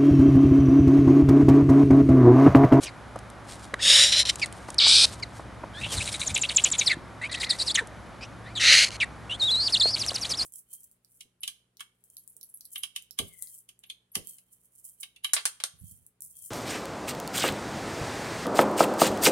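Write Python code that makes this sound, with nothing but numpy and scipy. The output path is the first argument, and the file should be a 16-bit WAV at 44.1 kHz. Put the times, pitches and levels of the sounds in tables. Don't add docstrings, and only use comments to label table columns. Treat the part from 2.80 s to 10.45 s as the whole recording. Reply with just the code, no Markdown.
import sys
import numpy as np
from scipy import signal
from scipy.fft import rfft, irfft, next_fast_len
from scipy.io import wavfile
from scipy.ndimage import uniform_filter1d, map_coordinates

SR = 44100
rng = np.random.default_rng(int(sys.argv[2]) if len(sys.argv) > 2 else 0)


def wav_out(sig):
    wavfile.write(sys.argv[1], SR, np.round(np.clip(np.atleast_2d(sig).T, -1, 1) * 32767).astype(np.int16))


N = 337365

# freq_hz, gain_db
DRY_HISS_COLOUR = [(500, 6), (1500, -2.5), (4000, 4.5), (6500, 2), (9000, 4.5), (11000, -5), (13000, -3)]


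def screams(split_hz=6500):
    # time_s, level_db, treble_db
    efforts = [
        [(0.99, -47, -15), (1.03, -24.5, -4), (1.102, -13.5, -9), (1.232, -13.5, -8.5), (1.318, -27, -10),
         (1.328, -17.5, -14), (1.358, -20.5, -16), (1.402, -16.5, -8), (1.435, -31, -14)],
        [(1.997, -25, -24), (2.001, -17.5, -24), (2.053, -15.5, -22), (2.079, -15, -8.5), (2.251, -14.5, -10.5),
         (2.256, -12, -4)],
        [(5.795, -30.5, -18), (5.813, -22, -11), (5.881, -13.5, -19), (5.935, -12, -15), (6.043, -18, -13),
         (6.052, -19, -10)],
    ]
    # centre_hz, width_hz, level_db
    throats = [
        [(554, 164, -19.5), (1966, 1160, -13.5), (2850, 780, -8.5), (3380, 580, -7), (3713, 460, 0.5),
         (4430, 600, -10.5), (5110, 1120, -7), (6700, 1100, -12.5), (8270, 1550, -16), (9170, 2300, -23),
         (10900, 2600, -29.5)],
        [(606, 560, -23), (1490, 930, -17.5), (2456, 350, -3), (3860, 1700, 2), (4620, 2100, 1.5),
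         (6100, 900, -14), (8300, 3600, -14.5), (10500, 1200, -44)],
        [(593, 250, -21.5), (1480, 470, -14), (2070, 760, -2), (2810, 1160, -3.5), (4100, 970, 0.5),
         (4850, 390, -5), (6130, 2300, -7), (7900, 1800, -13.5), (9400, 2300, -15.5), (11000, 3900, -25)],
    ]
    gapes = [(0.99, 1.09), (0.94, 1.02), (.94, 1.06)]
    # start_s, length_s, level_db
    stutters = [(1.32, 0.011, -20), (1.451, 0.015, -26), (1.466, 0.047, -27.5), (1.49, 0.014, -17),
                (6.051, 0.026, -30.5), (6.077, 0.015, -34), (6.105, 0.0031, -25), (6.114, 0.056, -40)]
    out = np.zeros(N)
    low_pass = signal.butter(4, split_hz, fs=SR, output="sos")
    for curve, throat, gape in zip(efforts, throats, gapes):
        s, db, treble_db = np.transpose(curve)
        t = np.arange(s[0], s[-1], 1 / SR)
        breath = throat_rasp(throat, np.linspace(*gape, len(t)))
        body = signal.sosfiltfilt(low_pass, breath)
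        voice = unit(body) + amp(np.interp(t, s, treble_db)) * unit(breath - body)
        add(out, s[0], voice * amp(np.interp(t, s, db)) * fade(t, 0.003))
    for s, length, db in stutters:
        t = seconds(length)
        last = sum(curve[0][0] < s for curve in efforts) - 1
        held_gape = np.full(len(t), gapes[last][1])
        add(out, s, amp(db) * fade(t, 0.0025) * throat_rasp(throats[last], held_gape))
    return out


def throat_rasp(throat, gape, pulse_hz=260, depth=0.16, rough_db=0.66):
    size, loop_size = len(gape), 32768
    f = np.fft.rfftfreq(loop_size, 1 / SR)
    power = sum(amp(db) ** 2 / (1 + 2 * ((f - hz) / width) ** 2) ** 5 for hz, width, db in throat)
    loop = irfft(rfft(rng.standard_normal(loop_size)) * np.sqrt(power))
    ring = map_coordinates(loop, [np.cumsum(gape)], order=3, mode="wrap")
    pulse = phase_of(pulse_hz * (1 + 0.37 * walk(250, size)))
    return unit(ring * (1 + depth * np.cos(pulse)) * amp(rough_db * walk(220, size)))


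def chitter(thin_db_per_octave=15.5, smooth_octaves=0.27, turn_fade_db=7.5):
    # start_s, fall_ms, top_hz, trough_hz, knee_db, trough_db, rasp (0-1)
    swoops = [(3.162, 47.5, 4720, 2170, -29, -29, 0.54), (3.25, 27, 4780, 2600, -38, -27, 0.98),
              (3.314, 28.5, 6430, 2830, -34, -23, 1), (3.395, 21, 7000, 2690, -32, -22.5, 1),
              (3.463, 29, 7630, 2600, -21, -25.5, 1), (3.541, 21, 7600, 2700, -19, -17, 0.94),
              (3.612, 24, 7760, 2730, -19.5, -19, 0.85), (3.688, 17, 4700, 2670, -23, -26.5, 0.87),
              (3.761, 19.3, 7650, 2790, -9.5, -20, 0.81), (3.838, 17, 7870, 2650, -8, -20, 0.82),
              (3.914, 23, 7960, 3030, -16, -23, .94), (3.982, 29, 7570, 2700, -16, -16.5, 1),
              (4.512, 34, 5000, 2380, -30, -30.5, 0.66), (4.597, 37, 5050, 1940, -26, -25, 0.58),
              (4.693, 32, 5100, 3440, -15, -34, 0.3), (4.785, 30.5, 5160, 3870, -23.5, -23.5, 0),
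              (4.862, 42, 5150, 3290, -21.5, -23, 0.13), (6.876, 11.3, 4720, 2600, -22, -31.5, .25),
              (6.923, 38.5, 5150, 2670, -15.5, -24, 0), (6.998, 22, 4940, 3410, -14, -19.5, 0),
              (7.151, 15.4, 4410, 2440, -32, -27.5, 0.94), (7.192, 45, 6050, 2720, -22.5, -34, 0.66),
              (7.272, 32, 6260, 2700, -23, -32, 0.54), (7.343, 28, 6380, 2680, -23, -30.5, 0.83),
              (7.411, 36, 6210, 2910, -27, -27.5, 0.85), (7.491, 48, 6200, 3150, -23.5, -29.5, 0.4),
              (7.572, 43.4, 5950, 4230, -24.5, -22, 0)]
    # from_s, knee_share (of the fall), knee_ratio (to the top pitch),
    # turn_ms, end_hz, swell_db, octave_db, hiss_db, flutter (0-1)
    bouts = [(3.1, 0.51, 0.83, 27.4, 3420, 16, -12, -35, .3),
             (3.45, 0.55, 0.86, 28, 3280, 11.5, -32, -39, 0.2),
             (4.45, .55, .77, 21, 4810, 18, -12, -40.5, 1),
             (6.8, 0.73, 0.72, 23.4, 5140, 10, -15, -50, 0.4)]
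    out = np.zeros(N)
    for s, fall_ms, top_hz, trough_hz, knee_db, trough_db, rasp in swoops:
        bout = [row for row in bouts if row[0] <= s][-1]
        _, knee_share, knee_ratio, turn_ms, end_hz, swell_db, octave_db, hiss_db, flutter = bout
        knee_ms, end_ms = fall_ms * knee_share, fall_ms + turn_ms
        ms = np.arange(0, end_ms, 1000 / SR)
        hz = np.interp(ms, [0, knee_ms, fall_ms, end_ms],
                       [top_hz, knee_ratio * top_hz, trough_hz, end_hz])
        excess_octaves = max(np.log2(top_hz / trough_hz) - smooth_octaves, 0)
        thin_db = (knee_db + trough_db) / 2 - thin_db_per_octave * excess_octaves
        db = np.interp(ms, [0, knee_ms, (knee_ms + fall_ms) / 2, fall_ms],
                       [knee_db - swell_db, knee_db, thin_db, trough_db])
        db -= turn_fade_db * np.clip((ms - fall_ms) / turn_ms, 0, 1)
        add(out, s, syllable(hz, db, octave_db, hiss_db, rasp, flutter))
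    return out


def chirps(linger=1.5, peak_share=0.46, rise_db=9.5, fall_db=16.5):
    # start_s, length_ms, start_hz, end_hz, peak_db, octave_db, rasp (0-1)
    glides = [(0.051, 56, 3110, 2040, -34, -3.5, 0.78), (0.983, 46, 1500, 2530, -36, -11, 0.7),
              (1.616, 38.6, 2640, 1896, -20, -5.5, .5), (1.982, 17.3, 5520, 3280, -11, -32, 0),
              (2.425, 22, 2410, 1900, -31, 3.5, 0.26), (2.935, 99, 1593, 2110, -42.5, 2.5, 0.4),
              (3.012, 76, 2460, 3120, -27.5, -28, 0.76), (3.085, 68, 3460, 2900, -35.5, -20, 0.5),
              (4.061, 40, 5650, 3150, -17.5, -15, .5), (4.095, 53.6, 2394, 1712, -18.5, -7.5, 0.66),
              (4.414, 66, 1876, 2695, -26.5, -19.5, 0.55), (4.944, 33, 4900, 2500, -22.5, -0.5, 0.8),
              (4.973, 40, 2064, 1580, -17.5, -17, 0.69), (5.006, 40, 566, 380, -37, -7, .1),
              (5.41, 55, 2320, 2930, -37.5, -3, 0.67), (5.64, 95, 1710, 2700, -45.5, -9, 0.57),
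              (5.752, 60, 4150, 2770, -26.5, -14, 0.54), (6.201, 50, 3240, 1780, -17.5, -16, 0.63),
              (6.495, 72, 2690, 3590, -27, -26.5, 0.35)]
    out = np.zeros(N)
    for s, ms, start_hz, end_hz, peak_db, octave_db, rasp in glides:
        along = np.linspace(0, 1, int(ms * SR / 1000))
        hz = np.interp(along, [0, 1], [start_hz ** -linger, end_hz ** -linger]) ** (-1 / linger)
        db = peak_db - np.interp(along, [0, peak_share, 1], [rise_db, 0, fall_db])
        add(out, s, syllable(hz, db, octave_db, hiss_db=peak_db - 24, rasp=rasp, flutter=0.5))
    return out


def syllable(hz, db, octave_db, hiss_db, rasp, flutter, slack_hz=3400, taut_hz=4800, release_s=0.011):
    # freq_hz, gain_db
    hiss_colour = [(900, -8.5), (1500, -5.5), (2000, -6), (2800, -16.5), (3800, 3.5), (5200, -12.5),
                   (6500, -4.5), (7500, 0), (9200, 0.5), (10500, -9.5), (12000, -37.5)]
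    t = np.arange(len(hz)) / SR
    slack = np.interp(hz, [slack_hz, taut_hz], [1, 0.076])
    unsteady_hz = hz * (1 + 0.015 * walk(140, len(t)))
    unsteady_db = db + 2 * walk(159.8, len(t))
    note = whistle(unsteady_hz, unsteady_db, octave_db, rasp ** 2 * slack, flutter,
                   flutter_hz=601, chaos=0.15, chaos_rate=1400, croak_db=-6.5)
    hiss = amp(hiss_db + 4.3 * walk(400, len(t))) * noise(hiss_colour, len(t))
    release = np.sqrt(np.clip((t[-1] - t) / release_s, 0, 1))
    return release * (fade(t, 0.00094) * note + fade(t, 0.00413) * hiss)


def whistle(hz, db, octave_db, rasp, flutter, flutter_hz=370, chaos=0.17, chaos_rate=2200,
            jitter=0.0072, croak_db=-3, sub_db=-13):
    # freq_hz, gain_db
    croak_colour = [(1700, -33), (2250, 10), (2600, 0), (3100, -5), (3900, 9.5), (4700, -35.5)]
    size = len(hz)
    hz = uniform_filter1d(hz, size=160)
    wobble = flutter * np.sin(phase_of(flutter_hz * (1 + 0.204 * walk(150, size))))
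    stray = (jitter + chaos * rasp) * walk(chaos_rate, size)
    phase = phase_of(hz * (1 + stray + 0.091 * wobble))
    throb = (1 + 0.57 * wobble) * amp(5.9 * rasp * np.tanh(walk(501, size)) - rasp)
    third = amp(-17) * (hz < SR / 8) * np.sin(3 * phase)
    overtones = amp(octave_db) * (np.sin(2 * phase) + third)
    undertone = amp(sub_db) * np.sqrt(rasp + 0.05 * flutter) * (hz > 3400) * np.sin(phase / 2)
    tone = np.sqrt(2) * (np.sin(phase) + overtones + undertone)
    croak = amp(croak_db) * rasp * noise(croak_colour, size)
    return amp(db) * throb * (np.sqrt(1 - rasp ** 2) * tone + croak)


def whines(early_flutter=0.11, late_flutter=0.68):
    # time_s, pitch_hz, level_db
    contours = [
        [(6.597, 4420, -30), (6.603, 4300, -31.5), (6.619, 3767, -21), (6.633, 3640, -19.5),
         (6.665, 3930, -25.5), (6.693, 3350, -20.5), (6.703, 3420, -23.5), (6.717, 4204, -21),
         (6.751, 3840, -21), (6.789, 4220, -26.5), (6.805, 4170, -22), (6.857, 4790, -28.5), (6.879, 4380, -18)],
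        [(7.032, 4170, -17.5), (7.096, 4450, -25), (7.124, 5290, -35), (7.146, 4411, -21.5), (7.154, 4420, -20)],
    ]
    out = np.zeros(N)
    for contour in contours:
        s, pitch_hz, level_db = np.transpose(contour)
        t = np.arange(s[0], s[-1], 1 / SR)
        hz = uniform_filter1d(np.interp(t, s, pitch_hz), size=400)
        db = np.interp(t, s, level_db)
        flutter = np.interp(s[-1] - t, [0.075, 0.083], [late_flutter, early_flutter])
        note = whistle(hz, db, octave_db=-25, rasp=0.0047, flutter=flutter, sub_db=-38)
        add(out, s[0], fade(t, 0.0016) * note)
    return out


def rattle(start_s=4.49, length_s=0.27, pitch_hz=1990, level_db=-41.5, throb_hz=35, throb_db=6):
    t = seconds(length_s)
    hz = pitch_hz * (1 + 0.03 * walk(60, len(t)))
    db = level_db + throb_db * np.sin(2 * np.pi * throb_hz * t + walk(28.7, len(t)))
    note = whistle(hz, db, octave_db=-3, rasp=0.43, flutter=0.39, croak_db=-7)
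    out = np.zeros(N)
    add(out, start_s, fade(t, 0.01) * note)
    return out


def knocks(ring_db=-5, thud_db=2):
    # start_s, level_db, ring_hz
    bumps = [(0.357, -20, 554), (0.936, -21.5, 560), (1.884, -24.5, 760), (2.065, -20.5, 776),
             (2.24, -24, 740), (2.593, -24.5, 630), (2.835, -21.5, 620), (3.062, -27, 676),
             (4.167, -21, 177), (7.055, -20.5, 657), (7.314, -26, 710)]
    out = np.zeros(N)
    t = seconds(0.1)
    for s, db, hz in bumps:
        thud = amp(thud_db) * noise([(hz / 3, -9), (hz, 0), (1.6 * hz, -4), (4 * hz, -26)], len(t))
        ring = amp(ring_db) * np.sin(2 * np.pi * hz * t)
        add(out, s, amp(db) * (ring + thud) * decay(t, 0.03) * fade(t, 0.0045))
    return out


def beak_snap(start_s=0.9405, level_db=-13):
    # freq_hz, level_db, t60_s
    modes = [(1120, -1.5, 0.014), (1700, 5, 0.0087), (1940, 0.5, 0.014), (3320, -10.5, 0.01),
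             (3870, -11, 0.012), (7020, -49, 0.011)]
    t = seconds(0.1)
    ring = sum(amp(db) * np.sin(2 * np.pi * hz * t) * decay(t, t60_s) for hz, db, t60_s in modes)
    click = 0.25 * noise(DRY_HISS_COLOUR, len(t)) * decay(t, 0.012)
    out = np.zeros(N)
    add(out, start_s, amp(level_db) * (ring + click) * fade(t, 0.001))
    return out


def ticks():
    # start_s, level_db
    taps = [(0.36, -35), (0.3895, -32.5), (0.5008, -34), (1.5573, -20.5), (1.6593, -21), (1.7257, -28),
            (1.903, -22.5), (1.944, -27), (3.5769, -14.5), (3.889, -26), (3.9026, -22), (5.072, -30.5),
            (7.2634, -17), (7.3327, -28)]
    # freq_hz, gain_db
    tap_colour = [(1000, -11.5), (3000, -6.5), (5000, -6.5), (9000, 0), (12500, -14.5)]
    out = np.zeros(N)
    t = seconds(0.1)
    for s, db in taps:
        add(out, s, amp(db) * noise(tap_colour, len(t)) * decay(t, 0.016) / 2)
    return out


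def rustles_and_echo(trim_db=-2, grain_db=3, clump_db=5.5):
    # start_s, length_s, level_db
    bursts = [(0.0, 0.081, -30.5), (0.64, 0.27, -45.5), (1.48, 0.15, -42), (1.6, 0.39, -54.5),
              (2.22, .15, -35.5), (2.3, 0.35, -54), (2.95, 0.26, -41.5), (3.08, 0.273, -36.5),
              (3.3, .66, -40), (3.94, .19, -34), (4.56, .46, -43), (6.58, 1.15, -38)]
    grains = unit(noise(DRY_HISS_COLOUR) * amp(grain_db * walk(450) + clump_db * walk(45)))
    return amp(trim_db) * swells(bursts, edge_s=0.049) * grains


def wing_gusts(trim_db=-2):
    # start_s, length_s, level_db
    puffs = [(2.24, 0.096, -41.5), (2.3, 0.51, -46), (2.97, 0.15, -38.5), (3.13, 0.086, -31.5),
             (3.18, .26, -43), (3.47, 0.099, -36.5)]
    # freq_hz, gain_db
    puff_colour = [(25, -28), (65, 4), (160, -4), (300, -15), (900, -71)]
    return amp(trim_db) * swells(puffs, edge_s=0.025) * noise(puff_colour)


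def roadside(x, t60_s=0.23, wet_db=-26):
    t = seconds(0.5)
    mid, side = rng.standard_normal((2, len(t))) * decay(t, t60_s) * fade(t, 0.023)
    tails = [tail / np.linalg.norm(tail) for tail in stereo(mid, side / 2)]
    return amp(wet_db) * np.array([signal.fftconvolve(x, tail)[:N] for tail in tails])


def country(rumble_db=-44, hiss_db=-55, sway_db=0.36):
    # freq_hz, gain_db
    rumble_colour = [(15, -52), (25, -38), (35, -14), (48, -3.5), (112, -4.5), (182, -4.5), (229, -5.5),
                     (378, -9), (417, -13.5), (567, -8), (1230, -12), (1460, -12.5), (2500, -21.5),
                     (3250, -72.5), (5500, -120)]
    hiss_colour = [(1200, 6), (2200, -9.5), (3000, -1), (5000, -7.5), (8000, -12), (11000, -12.5),
                   (13000, -22.5)]
    # freq_hz, gain_db
    width = [(30, -19), (70, -13), (150, -7), (300, -8), (700, -13), (2000, -13), (10000, -14)]
    # pitch_hz, level_db
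    hum_tones = [(64, -53), (111, -50.5)]
    mid, side = (amp(rumble_db) * noise(rumble_colour) + amp(hiss_db) * noise(hiss_colour)
                 for _ in range(2))
    hum = np.zeros(N)
    for hz, db in hum_tones:
        gain = np.sqrt(2) * amp(db + 2 * walk(5))
        hum += gain * np.sin(phase_of(hz * (1 + 0.025 * walk(5.3))))
    return hum + amp(sway_db * walk(1.7)) * stereo(mid, colour(side, width))


def amp(db):
    return 10 ** (np.asarray(db) / 20)


def unit(x):
    return x / np.sqrt(np.mean(x ** 2) + 1e-20)


def seconds(length_s):
    return np.arange(int(length_s * SR)) / SR


def phase_of(hz):
    return 2 * np.pi * np.cumsum(hz) / SR


def stereo(mid, side):
    return np.array([mid + side, mid - side])


def add(track, s, x):
    i = max(int(s * SR), 0)
    track[i:i + len(x)] += x[:max(N - i, 0)]


def colour(x, points):
    hz, db = np.transpose(points)
    size = next_fast_len(len(x))
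    f = np.fft.rfftfreq(size, 1 / SR) + 1e-3
    skirts = np.minimum(f / hz[0], 1) ** 2 * np.minimum(hz[-1] / f, 1) ** 10
    gain = skirts * amp(np.interp(np.log(f), np.log(hz), db))
    return irfft(rfft(x, size) * gain, size)[:len(x)]


def noise(points, size=N):
    return unit(colour(rng.standard_normal(size), points))


def walk(rate, size=N):
    steps = rng.standard_normal(size // 8 + 2)
    return np.interp(np.arange(size) * rate / SR, np.arange(len(steps)), steps)


def fade(t, edge_s):
    return np.clip(np.minimum(t - t[0], t[-1] - t) / edge_s, 0, 1)


def decay(t, t60_s):
    return np.exp(-np.log(1000) * t / t60_s)


def swells(bursts, edge_s):
    out = np.zeros(N)
    for s, length, db in bursts:
        add(out, s, amp(db) * fade(seconds(length), edge_s))
    return out


def scene(pan_db=0.3):
    near = chitter() + rattle() + chirps() + whines() + screams()
    near += knocks() + beak_snap() + ticks() + rustles_and_echo() + wing_gusts()
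    pan = amp(np.array([[pan_db], [-pan_db]]) / 2)
    return near * pan + roadside(near) + country()


def record(dry):
    response = [(5, -1.0), (9000, -1.0), (11000, -0.5), (13000, -14.5)]  # freq_hz, gain_db
    ceiling, top_hz = 0.9, 13000
    dull = np.array([colour(x, response) for x in dry])
    rounded = dull / (1 + (dull / ceiling) ** 6) ** (1 / 6)
    return signal.sosfilt(signal.ellip(8, 0.2, 70, top_hz, fs=SR, output="sos"), rounded)


dry = scene()
out = record(dry)
wav_out(out)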